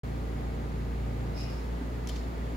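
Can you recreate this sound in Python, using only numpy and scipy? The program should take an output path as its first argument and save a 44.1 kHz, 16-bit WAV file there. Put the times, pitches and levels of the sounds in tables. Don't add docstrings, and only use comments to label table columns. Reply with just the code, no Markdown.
import sys
import numpy as np
from scipy import signal
from scipy.fft import rfft, irfft
from scipy.io import wavfile

SR = 44100
rng = np.random.default_rng(int(sys.argv[2]) if len(sys.argv) > 2 else 0)


def pcm_store(signal):
    levels = np.round(np.clip(np.atleast_2d(signal), -1, 1) * 32767)
    wavfile.write(sys.argv[1], SR, levels.astype(np.int16).T)


N = 112896
T = np.arange(N) / SR
LINKAGE_LIKENESS = .15
OVERTONE_WAVER = .11


def from_db(db):
    return 10 ** (np.asarray(db) / 20)


def rms_one(x):
    return x / np.sqrt(np.mean(x ** 2) + 1e-20)


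def in_time(rows):
    return np.interp(T, *np.transpose(rows))


def within(rows):
    return (T > rows[0][0]) * (T < rows[-1][0])


def at_hz(points, hz):
    f, value = np.transpose(points)
    return np.interp(np.log(hz + 1e-9), np.log(f), value)


def drift(hz):
    step = 40
    pole = np.exp(-2 * np.pi * hz * step / SR)
    grains = rng.standard_normal(N // step + 2002)
    slow = signal.lfilter([1], [1, -2 * pole, pole * pole], grains)[2000:]
    return np.interp(np.arange(N) / step, np.arange(len(slow)), rms_one(slow))


def noise(spectrum, likeness):
    hz = np.arange(N // 2 + 1) * SR / N
    alike = np.clip(at_hz(likeness, hz), -1, 1)
    density = from_db(at_hz(spectrum, hz)) * np.sqrt(SR) / 2
    mid, side = rfft(rng.standard_normal((2, N))) * density
    return irfft(np.sqrt(1 + alike) * mid + np.sqrt(1 - alike) * side * [[1], [-1]], N)


def ring(force, hz, t60):
    r = from_db(-60 / (t60 * SR))
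    w = 2 * np.pi * hz / SR
    return signal.lfilter([0, np.sin(w)], [1, -2 * r * np.cos(w), r * r], force + 1e-18)


def hum_line(turns, hz, db, waver):
    # f/Hz, side minus mid level/dB
    hum_side = [(58, -29), (115, -11.5), (200, -12.5), (290, -7), (370, -4), (440, -3), (900, 6.5)]
    waver_hz, pan_db = 4, -.5
    wander = 1 + waver * (drift(waver_hz) + 1j * drift(waver_hz))
    tone = np.exp(2j * np.pi * (turns + rng.random())) * wander
    side = 1j * from_db(at_hz(hum_side, hz))
    stereo = np.real(tone * np.array([[1 + side], [1 - side]]))
    return np.sqrt(2) * from_db(db) * stereo * from_db([[pan_db / 2], [-pan_db / 2]])


def motor_hum():
    # t/s, turns per second
    motor_speed = [(0, 28.8), (1.42, 28.76), (1.6, 29.02), (2.56, 29.0)]
    # t/s, level/dB
    bass_level = [(0, -36.5), (.48, -32.5), (.6, -35.5), (.7, -32.5), (1.05, -34.5), (1.3, -34.5),
                  (1.5, -37.5), (1.6, -33.5), (1.77, -33.5), (2.03, -37), (2.14, -33.5), (2.29, -34.5),
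                  (2.5, -36)]
    # t/s, level/dB
    octave_level = [(0, -41.5), (.45, -43), (.7, -44), (.95, -44.5), (1.1, -39), (1.22, -40.5), (1.3, -44),
                    (1.45, -41.5), (1.6, -49.5), (1.95, -45), (2.25, -54.5), (2.56, -45.5)]
    # multiple of the speed (rounded for the pitch), level before the change/dB, level after/dB
    orders = [(3, -47.5, -60.5), (5, -46, -56.5), (6, -60.5, -62), (7, -52, -63), (7.96, -52.5, -63),
              (9, -59.5, -51.5), (10, -51.5, -56), (13.1, -58.5, -68), (14, -60.5, -58.5), (16, -58.5, -80),
              (18, -61.5, -71), (27, -63.5, -81)]
    change_s, change_takes_s = 1.52, .25
    bass_waver, octave_waver = .069, .066

    speed = in_time(motor_speed)
    mean_speed = speed.mean()
    turns = np.cumsum(speed) / SR
    changed = np.clip((T - change_s) / change_takes_s + .5, 0, 1)
    bass = hum_line(2 * turns, 2 * mean_speed, in_time(bass_level), bass_waver)
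    octave = hum_line(4 * turns, 4 * mean_speed, in_time(octave_level), octave_waver)
    overtones = 0
    for order, before, after in orders:
        level_db = before + (after - before) * changed
        overtones = overtones + hum_line(round(order) * turns, order * mean_speed, level_db, OVERTONE_WAVER)
    return bass + octave + overtones


def steady_tones():
    # f/Hz, level/dB
    tones = [(77.5, -61), (119.9, -58), (148.3, -58), (155, -55), (177.6, -51), (235, -61), (239.8, -51.5),
             (359.8, -60), (437, -63.5), (655, -64.5), (873, -65.5)]
    return sum(hum_line(hz * T, hz, db, OVERTONE_WAVER) for hz, db in tones)


def air():
    # f/Hz, level/dB per Hz
    air_colour = [(25, -110), (38, -80), (56, -58.5), (80, -71.5), (110, -67), (190, -70), (260, -69),
                  (330, -72), (440, -72), (620, -75.5), (850, -78), (1150, -81.5), (2000, -86),
                  (3200, -93.5), (4600, -95.5), (6000, -102.5), (7600, -105), (9000, -105.5),
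                  (15000, -106.5)]
    # f/Hz, left-right likeness (correlation)
    air_likeness = [(60, .98), (120, .9), (220, .66), (400, .4), (700, -.1), (1290, -.36), (2200, .28),
                    (4400, .2), (15000, 0)]
    # f/Hz, width/Hz, level/dB
    air_peaks = [(449, 26, 2), (847, 16, -4.5), (956, 8.3, 3), (1218, 48, 4.5), (1970, 16, 6),
                 (2184, 27, 4.5), (3400, 34, 2.5), (4860, 240, -0.5), (6790, 520, 7)]
    # f/Hz, left minus right level/dB
    air_pan = [(250, 1.5), (400, 0.5), (650, 3.5), (1300, -2.1), (2400, 0.8), (5000, 0.5), (9000, -0.5)]
    # t/s, level/dB
    air_swell = [(0, 0.5), (.8, 0), (1.5, 0.73), (2.0, 0.5), (2.56, 1.1)]

    hz = np.arange(N // 2 + 1) * SR / N
    peaks_db = sum(db / (1 + (2 * (hz - centre) / width) ** 2) for centre, width, db in air_peaks)
    pan_db = at_hz(air_pan, hz)
    gains = from_db([peaks_db + pan_db / 2, peaks_db - pan_db / 2])
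    rush = irfft(rfft(noise(air_colour, air_likeness)) * gains, N)
    return rush * from_db(in_time(air_swell))


def scrape():
    # t/s, level/dB
    slide_level = [(1.335, -80), (1.358, -64), (1.378, -56.5), (1.4, -52.5), (1.415, -55), (1.44, -55),
                   (1.47, -60.5), (1.5, -59), (1.58, -63.5), (1.68, -73)]
    # f/Hz, relative level/dB per Hz
    hiss_colour = [(1500, -28), (2600, -4), (3400, 1), (4300, 2), (4700, 3), (5300, 15), (5750, 6),
                   (6100, 10), (8200, -12), (11000, -0.5), (15000, -26)]
    # f/Hz, relative level/dB, t60/s
    rail_modes = [(3951, -13, .11), (4580, -15, .06), (4810, -11, .04), (4970, -8, .025), (5120, -13, .02),
                  (5308, -6, .05), (5450, -11, .02), (5720, -13.5, .04), (8140, -22, .02)]
    # t/s, level/dB
    rasp_curve = [(1.35, -71), (1.39, -58), (1.45, -57.5), (1.51, -61.5), (1.6, -70)]
    # f/Hz, relative level/dB, t60/s
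    rasp_modes = [(2495, 0, .03), (2650, -7, .012), (2830, -2, .03)]
    hiss_db, ring_start_db, grain_db = 3.5, 7.5, 1.5
    slows_s, ring_fade_db_per_s = 1.45, 30

    grain = from_db(grain_db * drift(hz=150))
    friction = rms_one(noise(hiss_colour, [(1, LINKAGE_LIKENESS)]) * grain)
    rings = sum(from_db(db) * rms_one(ring(friction, hz, t60)) for hz, db, t60 in rail_modes)
    ring_db = ring_start_db - ring_fade_db_per_s * np.maximum(T - slows_s, 0)
    level = from_db(in_time(slide_level)) * within(slide_level)
    rasp = sum(from_db(db) * rms_one(ring(friction, hz, t60)) for hz, db, t60 in rasp_modes)
    rasp_level = from_db(in_time(rasp_curve)) * within(rasp_curve)
    return level * (from_db(hiss_db) * friction + from_db(ring_db) * rings) + rasp_level * rasp


def knocks():
    # t/s, level/dB
    bumps = [(1.812, -34), (1.862, -38.5)]
    # f/Hz, relative level/dB, t60/s
    frame_modes = [(205, -17, 0.024), (263, 5.5, 0.072)]
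    force = np.zeros(N)
    for s, db in bumps:
        force[int(s * SR)] += from_db(db)
    return sum(from_db(db) * ring(force, hz, t60) for hz, db, t60 in frame_modes)


def clicks():
    # t/s, level/dB, rise/s, decay/s, resonance f/Hz, its level/dB,
    # relative strike on the links level/dB, left minus right level/dB, dull above f/Hz
    crunch_rows = [(2.0725, -38.5, .0002, .0036, 5950, 7, -10, -1.4, 12000),
                   (2.0885, -44, .0015, .003, 5600, 2, -6, 3, 14000),
                   (2.093, -39.7, .0015, .0052, 3100, 4, -3, 3.6, 10000),
                   (2.1645, -47.5, .011, .01, 3400, 1.5, -4, .8, 6200)]
    # f/Hz, relative level/dB per Hz
    click_colour = [(1000, -16), (1500, -10), (2200, -2.5), (3200, -1), (4000, -2.5), (5400, -1), (6200, 1),
                    (7000, 0), (8500, -7), (11000, -5.5), (15000, -11.5)]
    # f/Hz, relative level/dB, t60/s
    link_modes = [(2250, -12, .04), (3110, -6, .06), (3313, -16, .08), (3575, -13, .12), (4110, -18, .2),
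                  (4195, -14, .14), (4720, -14, .08), (5040, -17, .3), (5190, -14, .3), (5950, -8, .04),
                  (7050, -13, .07)]
    # f/Hz, relative level/dB per Hz
    tail_colour = [(1400, -15), (2600, -10), (3500, 6), (5200, 6), (6200, -3), (7000, 2), (8500, -15),
                   (11000, -8), (15000, -17)]
    peak_width_hz, click_likeness = 1200, .55
    link_ring_db, strike_spread_s = 1.5, .002
    tail_db, tail_rise_s, tail_t60_s, tail_grain_db = -15, .0052, .75, 2

    crunches, tail_power, strikes = 0, 0, np.zeros((2, N))
    grid = np.geomspace(1000, 16000, 80)
    for s, db, rise, decay, peak_hz, peak_db, strike_db, pan_db, dull_hz in crunch_rows:
        after = np.maximum(T - s, 0)
        before = np.maximum(s - T, 0)
        peak = peak_db / (1 + (2 * (grid - peak_hz) / peak_width_hz) ** 2)
        dulling = 10 * np.log10(1 + (grid / dull_hz) ** 4)
        colour = np.transpose([grid, at_hz(click_colour, grid) + peak - dulling])
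        gains = from_db([db + pan_db / 2, db - pan_db / 2])
        crunch = gains[:, None] * rms_one(noise(colour, [(1, click_likeness)]))
        crunches = crunches + crunch * np.exp(-before / rise - after / decay)
        tail = (1 - np.exp(-after / tail_rise_s)) * np.exp(-np.log(1000) * after / tail_t60_s)
        tail_power = tail_power + (from_db(db + tail_db) * tail) ** 2
        strikes[:, int(s * SR)] += gains * from_db(strike_db)

    rings = 0
    for hz, db, t60 in link_modes:
        delay = int(strike_spread_s * rng.random() * SR)
        rings = rings + from_db(db + link_ring_db) * ring(np.roll(strikes, delay), hz, t60)
    grain = from_db(tail_grain_db * drift(hz=120))
    room = rms_one(noise(tail_colour, [(1, LINKAGE_LIKENESS)]) * grain)
    return crunches + rings + np.sqrt(tail_power) * room


def scene():
    return motor_hum() + steady_tones() + air() + scrape() + knocks() + clicks()


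def record(dry):
    start_s, fade_in_s, cutoff_hz = .033, .002, 15800
    started = np.clip((T - start_s) / fade_in_s, 0, 1)
    lowpass = signal.ellip(10, .1, 80, cutoff_hz, fs=SR, output="sos")
    return signal.sosfilt(lowpass, dry * started)


dry = scene()
out = record(dry)
pcm_store(out)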